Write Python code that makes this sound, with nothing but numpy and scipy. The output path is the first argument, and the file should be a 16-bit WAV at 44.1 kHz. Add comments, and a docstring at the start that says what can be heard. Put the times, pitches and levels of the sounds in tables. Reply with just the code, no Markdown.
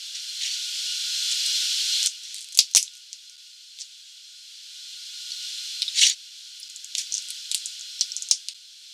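"""Crayfish shell snaps in short, bright clicks as tails are peeled by hand in a small room.
Each snap is a splintering tick, a brief ring of the shell and a faint wash of echo. Wet shell
rubs over meat and fingers in many tiny slips, and one long pull draws the meat out. Behind it
a fan-like hiss swells slowly and sinks after loud snaps. The small, close microphone passes
no bass and overloads on the hardest snaps; four times the level dips briefly."""
import sys
import numpy as np
from scipy import signal
from scipy.fft import rfft, irfft, next_fast_len
from scipy.io import wavfile
from scipy.ndimage import uniform_filter1d

SR = 44100
rng = np.random.default_rng(int(sys.argv[2]) if len(sys.argv) > 2 else 0)


def int16_out(signal):
    """Quantize to a 16-bit WAV file."""
    q = np.round(np.clip(np.atleast_2d(signal).T, -1, 1) * 32767)
    wavfile.write(sys.argv[1], SR, q.astype(np.int16))


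N = 393813


def amp(db):
    """Turn decibels into a gain to multiply by."""
    return 10 ** (np.asarray(db) / 20)


def rms_one(x):
    """Scale a signal so its average strength (rms) is 1."""
    return x / np.sqrt(np.mean(x ** 2) + 1e-20)


def curves(rows):
    """Join rows of (seconds, values..) with straight lines: one curve per value column."""
    seconds, *columns = np.transpose(rows)
    return [np.interp(np.arange(N) / SR, seconds, column) for column in columns]


def drift(rate_hz):
    """A smooth random wobble of size about 1; a higher rate wobbles faster."""
    r = np.exp(-80 * np.pi * rate_hz / SR)
    slow = signal.lfilter([1], [1, -2 * r, r * r], rng.standard_normal(N // 40 + 2002))[2000:]
    return np.interp(np.arange(N) / 40, np.arange(len(slow)), rms_one(slow))


def resonance(x, hz, width_hz):
    """Let through a band of sound around one pitch."""
    r = np.exp(-np.pi * width_hz / SR)
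    feedback = [1, -2 * r * np.cos(2 * np.pi * hz / SR), r * r]
    return signal.lfilter(np.array([1, 0, -1]) * (1 - r * r) / 2, feedback, x)


def flickering_tone(x, tone, flicker_db, rate_hz):
    """Shape x by a tone table; its half-octave bands flicker partly alone, partly together."""
    size = next_fast_len(N)
    hz = np.fft.rfftfreq(size, 1 / SR)
    tone_hz, tone_db = np.transpose(tone)
    shaped = rfft(x, size) * amp(np.interp(np.log(np.maximum(hz, 1)), np.log(tone_hz), tone_db))
    octave = np.log2(np.maximum(hz, 1000) / 1000)
    out, together = 0, drift(5.8)
    for k in range(9):
        band = irfft(shaped * np.clip(1 - np.abs(2 * octave - k), 0, 1), size)[:N]
        out = out + band * amp(flicker_db * (.7 * together + drift(rate_hz)))
    return rms_one(out)


# How the hiss swells and sinks. Each row: time in seconds, level in dB.
HISS_LEVEL = [(0.0, -37.5), (.58, -31), (.85, -29.5), (1.45, -25), (2.072, -24.5), (2.08, -39), (2.72, -45),
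              (2.93, -47), (3.51, -47), (4.24, -46.5), (5.15, -38), (5.46, -34), (5.9, -34.5), (6.15, -44),
              (6.92, -41.5), (7.16, -37), (8.17, -39), (8.61, -47.5), (8.93, -46)]
# The tone of the hiss. Each row: frequency in Hz, relative level in dB.
HISS_TONE = [(150, -110), (250, -88), (342, -64.5), (500, -65), (733, -51.5), (903, -64), (1350, -28),
             (1420, -21), (1840, -24), (3430, -1), (3750, -6), (4230, -2), (7500, -11.5), (13500, -30),
             (15800, -33.5)]
# Faint whistles. Each row: pitch in Hz, filter width in Hz, level in dB compared with the hiss.
HISS_WHISTLES = [(336.6, 9.8, -72), (1450, 8.5, -31), (1630, 16, -37.5), (2226, 11, -46), (2874, 22, -20.5),
                 (3460, 17, -17.5), (3790, 21, -18), (3990, 53, -15.5), (4170, 20, -22), (4183, 54, -10.5),
                 (4300, 25, -29.5), (4950, 19, -18.5), (5400, 18, -31), (5600, 26, -17.5), (5800, 8.8, -29),
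                 (7900, 20, -32.5), (12290, 15, -46.5), (13400, 80, -44.5)]
def hiss():
    """Smooth, airy, fan-like noise with weak whistles that flutter."""
    air = flickering_tone(rng.standard_normal(N), HISS_TONE, flicker_db=.45, rate_hz=15)
    for hz, width_hz, level_db in HISS_WHISTLES:
        gain = amp(level_db + 1.5 * drift(rate_hz=11))
        band = resonance(rng.standard_normal(N), hz, width_hz)
        air = air + gain * rms_one(resonance(band, hz, width_hz))
    return amp(curves(HISS_LEVEL)[0]) * rms_one(air)


# The long pull that draws the meat out. Each row: time in seconds, level in dB, treble over bass in dB.
LONG_PULL = [(5.925, -58, 0), (5.95, -27, -5), (5.99, -17.5, 1), (6.011, -20.5, 12), (6.015, -12, 6),
             (6.03, -11, -7.5), (6.055, -14.5, 1), (6.064, -12.5, 9), (6.095, -21.5, 2), (6.102, -18, -8),
             (6.15, -42, 6)]
# Short slides. Each row: start in seconds, hold in seconds, level in dB, treble over bass in dB.
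SHORT_SLIDES = [(0.138, 0.0071, -32, 2), (.395, 0.053, -25.5, -4), (0.497, .03, -35, 10),
                (2.217, 0.16, -41.5, 2), (3.781, .01, -39.5, 11), (6.961, 0.034, -31, 3)]
def hand_strokes():
    """How strongly the hands rub over time: one gain for the low part, one for the high part."""
    rise_s, fade_db_per_s = 0.019, 300
    t = np.arange(N) / SR
    pull_db, pull_treble_db = curves(LONG_PULL)
    pulling = (t > LONG_PULL[0][0]) & (t < LONG_PULL[-1][0])
    strokes = [(amp(pull_db) * pulling, pull_treble_db)]
    for start, hold, level_db, treble_db in SHORT_SLIDES:
        rise = np.clip((t - start) / rise_s, 0, 1) ** 2
        fade_db = fade_db_per_s * np.maximum(t - start - rise_s - hold, 0)
        strokes.append((rise * amp(level_db - fade_db), treble_db))
    return [sum(gain * amp(side * tilt_db / 2) for gain, tilt_db in strokes) for side in (-1, 1)]


# The tone of the rubbing. 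Each row: frequency in Hz, relative level in dB.
RUB_TONE = [(710, -69), (1200, -2), (2220, -10), (2910, -8.5), (3200, -3.5), (4330, -1), (4980, -7.5),
            (5920, -4), (9420, -16.5), (13700, -48), (15800, -52)]
# Notes of the hollow shell. Each row: pitch in Hz, width in Hz before widening, relative level in dB.
HOLLOW_NOTES = [(2960, 110, -3.5), (3820, 260, -16), (4525, 9.4, 3.5), (5690, 110, 3.5), (6860, 120, -0.5),
                (8460, 42, -17.5)]
def rubbing():
    """Wet shell slides over meat and fingers in many tiny slips, which make the hollow shell ring."""
    low_gain, high_gain = hand_strokes()
    slips = rng.standard_normal(N) * amp(rng.exponential(1, N) + drift(rate_hz=120))
    rub = flickering_tone(slips, RUB_TONE, flicker_db=2.2, rate_hz=40)
    hollow = 0
    for hz, width_hz, level_db in HOLLOW_NOTES:
        grip_db = 9.4 * drift(rate_hz=23)   # notes come and go as the grip shifts
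        hollow = hollow + amp(level_db + grip_db) * rms_one(resonance(slips, hz, 1.7 * width_hz))
    rub = rms_one(rub + amp(-3.5) * rms_one(hollow))
    hz = np.fft.rfftfreq(N, 1 / SR)
    high = irfft(rfft(rub) / (1 + (4800 / (hz + 1)) ** 4), N)   # the part above 4800 Hz
    return (rub - high) * low_gain + high * high_gain


# The small room's echo. Each row: middle of a band in Hz, seconds it takes to fade by 60 dB.
ROOM_FADES = [(2600, 0.13), (5200, 0.17), (9500, 0.043)]
def room_echo(snap, noise, t):
    """The room answers the first instant of a snap with a dying wash of similar tone."""
    onset = snap[:SR // 500] * np.exp(-t[:SR // 500] / 0.00016)
    room = sum(amp(-60 * t / fade_s) * resonance(noise, hz, 1.32 * hz) for hz, fade_s in ROOM_FADES)
    room *= 1 - np.exp(-t / 0.00098)
    room *= 1 + np.exp(-t / 0.004)   # early echoes off the desk are stronger
    return signal.fftconvolve(room, onset)[:len(t)] / np.linalg.norm(onset)


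# Runs of crackle. Each row: start in seconds, length in seconds, average peak in dB, pitch in Hz.
CRACKLE_RUNS = [(2.358, .1, -22, 7900), (2.52, 0.034, -22, 6700), (2.94, .05, -30, 5800)]
def crackle():
    """Faint snaps at uneven moments, returned as extra rows for shell_snaps()."""
    gap_s, fade_s, tick_db = .012, 0.0021, -2
    rows = []
    for start, length, peak_db, hz in CRACKLE_RUNS:
        chances = rng.uniform(-1, 1, (40, 3))[:round(length / gap_s)]
        for k, (late, softer, higher) in enumerate(chances):
            when = start + gap_s * (k + late / 2)
            rows.append((when, peak_db - 0.5 * softer, hz * (1 + .12 * higher), fade_s, tick_db))
    return rows


# The shell breaking. Each row: start in seconds, peak in dB (capped at HARDEST_DB), ring pitch in Hz,
# seconds for the ring to fade by 60 dB, gain of the tick in dB compared with the ring.
SNAPS = [(1.3156, -11, 7200, .003, -18), (1.3232, -10.5, 6700, .0035, 0.5), (1.4629, -9.5, 8600, .0034, 5),
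         (2.0294, -5, 5800, 0.0018, -12), (2.0394, -17, 9000, .0051, -3), (2.048, -19, 5200, .0048, 1),
         (2.0606, -2.5, 5840, 0.0024, 0.5), (2.071, -5.3, 6560, 0.0031, -14), (2.235, -28, 7500, .0057, 5),
         (2.3442, -16, 8200, 0.004, 1), (2.4876, -27, 8350, .0023, -4), (2.551, -14, 6050, 0.00069, -24),
         (2.5742, -5.5, 6900, 0.0014, -3), (2.5892, 13.5, 4680, 0.011, -5.5),
         (2.5932, -3.5, 7300, .0029, 2), (2.5957, -9, 4710, .003, 2), (2.6051, -7, 7030, .0014, -22),
         (2.737, -22, 6200, 0.0055, -8), (2.7494, 3.5, 6230, 0.0017, -7), (2.7537, -13, 6250, 0.0027, -21),
         (2.7606, 2, 6330, 0.0024, -8.5), (2.7652, -6, 6000, .005, 8), (2.7691, 7, 5750, 0.005, -6),
         (2.7742, -6, 5800, 0.0057, 5), (2.7778, -4.5, 3960, .0052, 8), (2.8092, -26, 6300, 0.0036, -21),
         (2.8283, -8, 7000, 0.0012, -35), (2.713, -23, 8000, .002, 1), (2.8788, -23.5, 3680, 0.0037, -37),
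         (2.9603, -34, 5860, 0.0015, 5), (3.1298, -15, 5620, 0.00081, -27), (3.297, -28, 6000, 0.0022, -9),
         (3.788, -23, 3760, 0.0023, -12), (3.81, -18.5, 5600, 0.0027, -24),
         (3.8171, -16, 5700, 0.0015, -31), (5.3186, -17, 4390, .0179, -18),
         (5.8202, -4.5, 3980, 0.0019, -8.5), (5.8277, -9.5, 4000, 0.0062, -15),
         (5.8797, -15.5, 3820, 0.02, -36), (5.8848, -18, 3700, 0.024, -37), (6.599, -30.5, 9940, .03, -20),
         (6.63, -24.5, 5120, 0.023, -20), (6.6995, -21, 6740, 0.0011, -3), (6.761, -19, 7200, 0.0028, -13),
         (6.845, -19, 6700, 0.0055, -5), (6.9508, -13.5, 6500, .0023, -11),
         (6.9518, -10.5, 3870, 0.0017, -18), (6.9703, -19, 7000, .0012, 5), (6.9826, -6, 5500, 0.0015, 3),
         (6.992, -13, 5300, 0.0017, -9.5), (7.061, -28, 4000, .004, -13), (7.123, -10.5, 6000, 0.0044, -38),
         (7.1294, -22, 6000, 0.0062, -27), (7.1413, -8, 6300, 0.0042, -46), (7.1502, -10, 6100, .005, -25),
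         (7.1697, -15, 6200, 0.0023, -32), (7.1804, -10.5, 6000, 0.0023, -35),
         (7.2236, -23, 7500, .0022, -5), (7.2863, -19, 7500, .0022, -6), (7.3043, -11, 6300, 0.0023, 4),
         (7.5145, -7, 3830, 0.0047, 0), (7.5216, -17, 7560, .0037, -14), (7.546, -2.5, 5850, 0.00079, -6),
         (7.5503, -7.5, 7450, 0.0011, -15), (7.579, -21, 6550, .003, -10), (7.6587, -9, 7300, .0021, -24),
         (7.7946, -24, 7050, .003, -19), (7.8106, -19.5, 6500, .003, -28), (7.993, -24, 5400, 0.017, -20),
         (8.0101, -1.5, 5570, 0.0034, -18), (8.0145, -8.5, 4220, .012, -28),
         (8.1188, -18, 5540, 0.017, -32), (8.1654, -9.5, 6420, 0.0035, -32), (8.178, -22, 5700, .0093, -22),
         (8.2228, -10.5, 6700, .0032, -10), (8.2874, -16.5, 6400, 0.0026, -8),
         (8.3118, 5, 5930, .0026, -31), (8.4743, -34, 4030, .0046, -3), (8.4852, -8.5, 4260, 0.0019, -9)]
HARDEST_DB = 6
def shell_snaps():
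    """Brittle shell splinters with a sharp tick and rings briefly at two pitches; the room echoes it."""
    t = np.arange(SR // 4) / SR
    rows = SNAPS + crackle()
    noise = rng.standard_normal((len(rows), 2, len(t)))
    out = np.zeros(N + len(t))
    for (grit, echo_noise), (start, peak_db, hz, fade_s, tick_db) in zip(noise, rows):
        ring = np.sin(2 * np.pi * hz * t) * amp(-60 * t / fade_s)
        phase = grit[-1]
        upper_ring = np.sin(2 * np.pi * 1.38 * hz * t + phase) * amp(-60 * t / (1.87 * fade_s))
        splinters = resonance(resonance(grit, 4200, 10000), 4900, 8000)
        tick = 1.37 * splinters * amp(-60 * t / (0.001 + fade_s))
        rise = np.sin(np.pi / 2 * np.minimum(t * hz / 2.34, 1)) ** 2   # full after 2.34 cycles
        snap = (ring + amp(-14) * upper_ring + amp(tick_db) * tick) * rise
        snap /= np.abs(snap).max()
        echo = amp(-25.5 + 0.16 * peak_db) * room_echo(snap, echo_noise, t)   # more on loud snaps
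        at = round(start * SR)
        out[at:at + len(t)] += amp(min(peak_db, HARDEST_DB)) * (snap + echo)
    return signal.sosfilt(signal.butter(2, 11500, fs=SR, output="sos"), out[:N])


def scene():
    """Everything reaches one microphone, where the peeling sounds lose their bass."""
    bass_cut = signal.cheby2(6, 60, 1103, "high", fs=SR, output="sos")
    peeling = signal.sosfilt(bass_cut, rubbing() + shell_snaps())
    return (hiss() + peeling)[None]


# Brief dips in the sound. Each row: start in seconds, length in seconds, level change in dB.
LEVEL_DIPS = [(3.358, 0.0062, -11), (3.372, 0.0057, -14), (6.6838, 0.0052, -21), (8.537, 0.0074, -17)]
def record(dry):
    """The level dips briefly; the microphone bends and clips big peaks and loses the highest treble."""
    t, gain_db = np.arange(N) / SR, np.zeros(N)
    for start, length, change_db in LEVEL_DIPS:
        gain_db += change_db * ((t > start) & (t < start + length))
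    sound = dry * uniform_filter1d(amp(gain_db), size=21)
    thud = np.minimum(sound ** 4, 1)   # the slightly lopsided microphone bends peaks one way
    knock = resonance(thud, hz=1070, width_hz=1800)
    overloaded = np.clip(sound + amp(-22.5) * thud + amp(-21.5) * knock, -1, 1)
    treble_cut = signal.cheby2(10, 40, 15900, fs=SR, output="sos")
    return signal.sosfilt(treble_cut, overloaded)


dry = scene()
out = record(dry)
int16_out(out)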